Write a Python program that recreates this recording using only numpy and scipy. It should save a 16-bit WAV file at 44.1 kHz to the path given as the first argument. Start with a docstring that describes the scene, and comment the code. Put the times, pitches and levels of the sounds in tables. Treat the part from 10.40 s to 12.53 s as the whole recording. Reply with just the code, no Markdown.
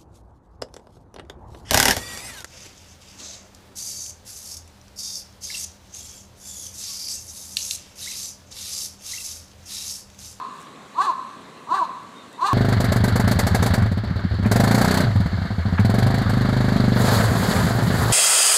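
"""Three hoarse caws from a branch overhead, between buildings that throw the calls back.
An earlier caw has just ended as we begin: only its echo is heard. Each caw is a pitch arch whose
pulses ring a narrow throat, hoarse at the top, while gated breath rings the beak.
Behind it far traffic hums as shaped noise, small birds peep as wavering tones,
and leaves and twigs stir as short filtered noise. The microphone cuts the deep bass."""
import sys
import numpy as np
from scipy import signal
from scipy.io import wavfile
from scipy.ndimage import uniform_filter1d

SR = 44100
rng = np.random.default_rng(int(sys.argv[2]) if len(sys.argv) > 2 else 0)


def gain_from_db(level_db):
    """Turn a decibel level (scalar or array-like) into a linear amplitude factor."""
    decades = np.asarray(level_db, float) / 20
    return 10 ** decades


def unload_audio(sound):
    """Save the sound as a 16-bit wav file, at the path given as the first command line argument."""
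    columns = np.transpose(np.atleast_2d(sound))
    # keep every value between -1 and 1, then stretch to whole-number steps
    steps = np.round(np.clip(columns, -1, 1) * 32767)
    wavfile.write(sys.argv[1], SR, steps.astype(np.int16))


N = 94021


def evened(x):
    """Scales a signal to unit rms."""
    return x / np.sqrt(np.mean(x ** 2) + 1e-20)


def read(points, hz):
    """Looks a table up on a log-frequency axis."""
    f, value = np.transpose(points)
    return np.interp(np.log(hz + 1), np.log(f + 1), value)


def add(mix, s, sound):
    """Mixes a sound in at a time in seconds."""
    part = mix[round(s * SR):][:len(sound)]
    part += sound[:len(part)]


def resonate(x, hz, width):
    """A resonance of gain 1: shifted down to 0 Hz, smoothed, shifted back."""
    turn = np.exp(2j * np.pi * hz * np.arange(len(x)) / SR)
    r = np.exp(-np.pi * width / SR)
    smooth = signal.lfilter([1 - r], [1, -r], x / turn)
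    return 2 * (turn * smooth).real


def through(x, peaks):
    """Resonances side by side, each passed twice for steeper sides."""
    return sum(gain_from_db(db) * resonate(resonate(x, hz, width), hz, width) for hz, width, db in peaks)


# Far traffic and air. Each row: frequency in Hz, relative density in dB per Hz.
HUM_SPECTRUM = [(29, -83), (50, -13.5), (248, 5), (322, -4), (372, -1), (519, -3.5), (921, -6), (1110, 2.5),
                (1200, -6.5), (1480, -9), (2070, -10.5), (2630, -13.5), (3110, -16), (3510, -14.5),
                (4050, -12), (4900, -22), (7530, -20), (13000, -36), (15000, -39)]
HUM_DB = -44.5  # rms level


def hum():
    """Far traffic and air: random short-time spectra with faint patches."""
    frames, hz = N // 256 + 5, np.fft.rfftfreq(1024, 1 / SR)
    a, b, patches = rng.standard_normal((frames, 513, 3)).T
    patches = evened(uniform_filter1d(uniform_filter1d(patches, 10, 0), 12, 1))
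    patch_db = 1.45 * patches
    spectra = (a + 1j * b) * gain_from_db(read(HUM_SPECTRUM, hz)[:, None] + patch_db)
    noise = signal.istft(spectra, nperseg=1024, noverlap=768)[1][:N]
    return gain_from_db(HUM_DB) * evened(noise)


# Small birds. Each row: start in seconds, length in seconds, start pitch in Hz, end pitch in Hz,
# level in dB before wavering and fades.
BIRD_PEEPS = [(.05, .08, 4300, 4000, -62), (.28, .08, 3700, 4100, -64), (.445, .025, 3700, 3700, -62),
              (1.12, .04, 4100, 4100, -63), (1.175, .03, 4100, 4100, -63), (1.745, .09, 3690, 3640, -56),
              (1.925, .075, 3690, 3690, -60)]
PEEP_WAVER_HZ, PEEP_WAVER_DB = 25, 4.8  # rms


def peeps():
    """Gliding sines whose pitch and level waver at random."""
    out = np.zeros(N)
    for start, length, hz0, hz1, db in BIRD_PEEPS:
        noise = rng.standard_normal(SR // 4)
        u = np.arange(0, 1, 1 / (length * SR))
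        pitch_waver = evened(uniform_filter1d(noise[::-1], 200))[:len(u)]
        level_waver = evened(uniform_filter1d(noise, 300))[:len(u)]
        hz = hz0 + (hz1 - hz0) * u + PEEP_WAVER_HZ * pitch_waver
        wave = np.sqrt(2) * np.sin(2 * np.pi * np.cumsum(hz) / SR)
        fade = np.sin(np.pi * u) ** 0.28
        add(out, start, gain_from_db(db + PEEP_WAVER_DB * level_waver) * fade * wave)
    return out


# Leaves. Each row: time in seconds, level in dB.
LEAF_LEVEL = [(0.131, -64), (.165, -56.5), (0.188, -57), (0.226, -55.5), (.27, -64)]


def rustle():
    """Leaves: noise of ragged level through two broad treble resonances."""
    s, db = np.transpose(LEAF_LEVEL)
    ragged_db = 8.3 * evened(uniform_filter1d(rng.standard_normal(N), 60))
    grains = rng.standard_normal(N) * gain_from_db(ragged_db)
    leaves = evened(through(grains, [(7350, 4700, 17), (11000, 5000, -14)]))
    return gain_from_db(np.interp(np.arange(N) / SR, s, db, -120, -120)) * leaves


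# Twigs. Each row: time in seconds, frequency in Hz, width of one resonance pass in Hz,
# level in dB before the decay.
TWIG_TICKS = [(.27, 3000, 1505, -46.5), (.36, 3040, 1490, -45), (1.928, 7900, 5000, -48)]


def ticks():
    """Twigs: short bursts of resonant noise, quick to rise and to die."""
    out = np.zeros(N)
    t = np.arange(600) / SR
    shape = np.exp(-t / 0.0039) * np.minimum(t / 0.00058, 1)
    for s, hz, width, db in TWIG_TICKS:
        burst = evened(through(rng.standard_normal(600), [(hz, width, 0)]))
        add(out, s, gain_from_db(db) * burst * shape)
    return out


# Ground and wall echoes. Each row: delay in seconds, level in dB applied to the echo feed.
NEAR_ECHOES = [(.027, -20), (.044, -16)]
# Dying of the diffuse tail. Each row: frequency in Hz, time to fall 60 dB in seconds.
TAIL_T60 = [(300, 1.5), (1000, 0.91), (2000, 2.7), (4000, 2.1), (9000, 0.11)]
TAIL_DB = -12
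WALLS_S, WALLS_SPREAD_S, WALLS_DB = .12, .06, -25  # a cluster of echoes off far walls
DIP_HZ, DIP_WIDTH_HZ, DIP = 1065, 55, .75  # in the direct sound, not in the echoes
ECHO_HZ, ECHO_WIDTH_HZ, ECHO_LIFT = 1242, 182, 0.67  # the echoes ring a little higher


def space(x):
    """Near echoes, a cluster off far walls, and a diffuse tail dying band by band."""
    taps = np.zeros(SR * 2)
    at = np.arange(900, len(taps) - 20, 20)
    taps[at + rng.integers(0, 20, len(at))] = rng.choice([-1., 1.], len(at))
    hz, t, z = signal.stft(taps, SR, nperseg=256)
    dying = gain_from_db(-60 * t / read(TAIL_T60, hz)[:, None])
    tail = signal.istft(z * dying, SR, nperseg=256)[1][:len(taps)]
    seconds = np.arange(len(taps)) / SR
    walls = taps * np.exp(-.5 * ((seconds - WALLS_S) / WALLS_SPREAD_S) ** 2)
    walls = signal.lfilter([.35], [1, -.65], walls)  # duller
    room = gain_from_db(TAIL_DB) * tail / np.linalg.norm(tail)
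    room += gain_from_db(WALLS_DB) * walls / np.linalg.norm(walls)
    for delay, db in NEAR_ECHOES:
        room[round(delay * SR)] += gain_from_db(db)
    direct = x - DIP * resonate(x, DIP_HZ, DIP_WIDTH_HZ)
    echo_feed = (x + ECHO_LIFT * resonate(x, ECHO_HZ, ECHO_WIDTH_HZ)) / 2
    return direct + signal.fftconvolve(echo_feed, room)[:len(x)]


# One list per caw. Each row: time in seconds, pitch in Hz, level of the breathy treble in dB,
# voice level ahead of the throat in dB, slope above the third harmonic in dB per harmonic.
CAW_ARCHES = [
    [(0.535, 209, -62, -81, -1), (0.541, 213, -54, -31.5, -5), (0.561, 287.4, -60, -36.5, 3.5),
     (0.585, 336.6, -43.5, -16.5, -10), (0.601, 373.2, -43.5, -14, -11), (0.619, 392.7, -34.5, -15.5, 3.5),
     (0.635, 436.9, -37, -21, -0.5), (0.655, 415.9, -37, -18, -6), (0.673, 370.2, -42.5, -15, -18),
     (0.697, 338, -44.5, -16, -6), (0.713, 307.6, -46.5, -24.5, -6), (0.738, 279, -57, -36, 12)],
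    [(1.26, 217.3, -65, -44, 1), (1.276, 238.8, -66, -30, -3.5), (1.292, 285.8, -72, -31.5, 0.5),
     (1.304, 319.4, -48, -24, -1.5), (1.32, 334.8, -45.5, -14, -6.5), (1.336, 368.2, -44, -16, -3),
     (1.346, 394.5, -38, -12.5, -4), (1.356, 384.9, -39.5, -19.5, 3.5), (1.386, 378.2, -43.5, -15.5, 0),
     (1.394, 384.8, -42.5, -17, -16), (1.414, 333, -48.5, -18, -5.5), (1.424, 326, -48, -16.5, -5),
     (1.446, 293.7, -48, -24, -14), (1.46, 291, -37, -34, -12)],
    [(1.975, 220.7, -66, -44, 6), (1.995, 251.4, -71, -36, 3), (2.015, 322.7, -42.5, -23, 2.5),
     (2.029, 347.6, -42.5, -15, -7.5), (2.047, 393, -40.5, -14, 1.5), (2.069, 405.8, -29.5, -19, -1),
     (2.085, 416, -34, -12, -13), (2.101, 386, -40, -15.5, 4), (2.113, 364, -39.5, -16, -7.5),
     (2.13, 360.1, -44, -9, -20)],
]
# The voice cracks at the top of each arch. Each row: middle in seconds, half length in seconds,
# hoarseness (0 to 1) added to the clear voice.
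CRACKS = [(.648, .022, .45), (1.372, .02, .35), (2.097, .022, .45)]
# Throat resonances. Each row: frequency in Hz, width of one pass in Hz, gain in dB.
THROAT_PEAKS = [(420, 290, -22), (704, 67, -18.5), (1038, 225.6, 5.5), (1696, 167, -7), (2040, 190, -35.5)]
# Beak resonances. Each row: frequency in Hz, width of one pass in Hz, relative gain in dB.
BEAK_PEAKS = [(2844, 1030, 3), (3550, 830, 1.5), (4060, 1000, 8), (6120, 5100, -5.5), (8200, 2100, -22),
              (11300, 10000, -28)]
CLEAR = .08  # hoarseness of the clear voice
RASP_LINES = .22  # amplitude of each high harmonic in the breath
FLUTTER_DB = 3.5  # rms: each harmonic wavers on its own
EDGE_S = .01


def caw(rows):
    """Pulses on the pitch arch ring the throat; breath, gated each cycle, rings the beak."""
    s, *columns = np.transpose(rows)
    t = np.arange(s[0], s[-1], 1 / SR)
    hz, breath_db, voice_db, slope_db = (np.interp(t, s, column) for column in columns)
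    hoarse = CLEAR + sum(much * np.exp(-.5 * ((t - mid) / spread) ** 4) for mid, spread, much in CRACKS)
    wander, rough, breath = rng.standard_normal((3, SR // 2))[:, :len(t)]
    jitter = 0.0856 * hoarse * evened(uniform_filter1d(wander, 120))
    turns = np.cumsum(hz * (1 + jitter)) / SR  # cycles of the voice
    gate = 0.12 + np.exp(-(turns % 1) / 0.78)

    def harmonic(k):
        return np.cos(2 * np.pi * k * turns)

    flutter = uniform_filter1d(uniform_filter1d(rng.standard_normal((7, SR // 2)), 300), 200)
    flutter_db = FLUTTER_DB * evened(flutter)[:, :len(t)]
    flutter_db[2] /= 3  # the ringing third harmonic is the steadiest
    pulses = np.zeros(len(t))
    for k in range(1, 8):
        fall_db = slope_db * max(k - 3, 0) - 9 * max(k - 4, 0)  # steeper above the fourth
        pulses += gain_from_db(fall_db + flutter_db[k - 1]) * harmonic(k)
    drive = pulses * (1 - hoarse) + 3 * hoarse * evened(gate * rough)

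    to_end = s[-1] - t + (s[-1] > 2.1)  # the last caw runs to the end without a fade
    edge = np.clip(np.minimum(t - s[0], to_end) / EDGE_S, 0, 1)
    ring_out = np.zeros(800)
    voice = through(np.r_[edge * gain_from_db(voice_db) * drive, ring_out], THROAT_PEAKS)
    rasp = RASP_LINES * sum(harmonic(k) for k in range(6, 24))
    treble = evened(through(gate * breath + rasp, BEAK_PEAKS)) * gain_from_db(breath_db) * edge
    return voice + np.r_[treble, ring_out]


PRE_S = .3  # time kept ahead of the start, for the earlier caw
EARLIER_S, EARLIER_DB = -.8, 1.5  # shift and gain from the first caw


def scene():
    """The crow overhead in its space, over far hum, birds, leaves and twigs."""
    crow = np.zeros(N + round(PRE_S * SR))
    first_s = CAW_ARCHES[0][0][0]
    add(crow, PRE_S + first_s + EARLIER_S, gain_from_db(EARLIER_DB) * caw(CAW_ARCHES[0]))
    for rows in CAW_ARCHES:
        add(crow, PRE_S + rows[0][0], caw(rows))
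    background = hum() + peeps() + rustle() + ticks()
    return (space(crow)[-N:] + background)[None]


def top_cut(x):
    """Nothing passes above the cut-off."""
    return signal.sosfilt(signal.butter(12, 15190, fs=SR, output="sos"), x)


def record(dry):
    """The microphone cuts the deep bass below 65 Hz."""
    bass_cut = signal.butter(3, 65, "high", fs=SR, output="sos")
    mix = signal.sosfilt(bass_cut, dry)
    return top_cut(mix)


dry = scene()
out = record(dry)
unload_audio(out)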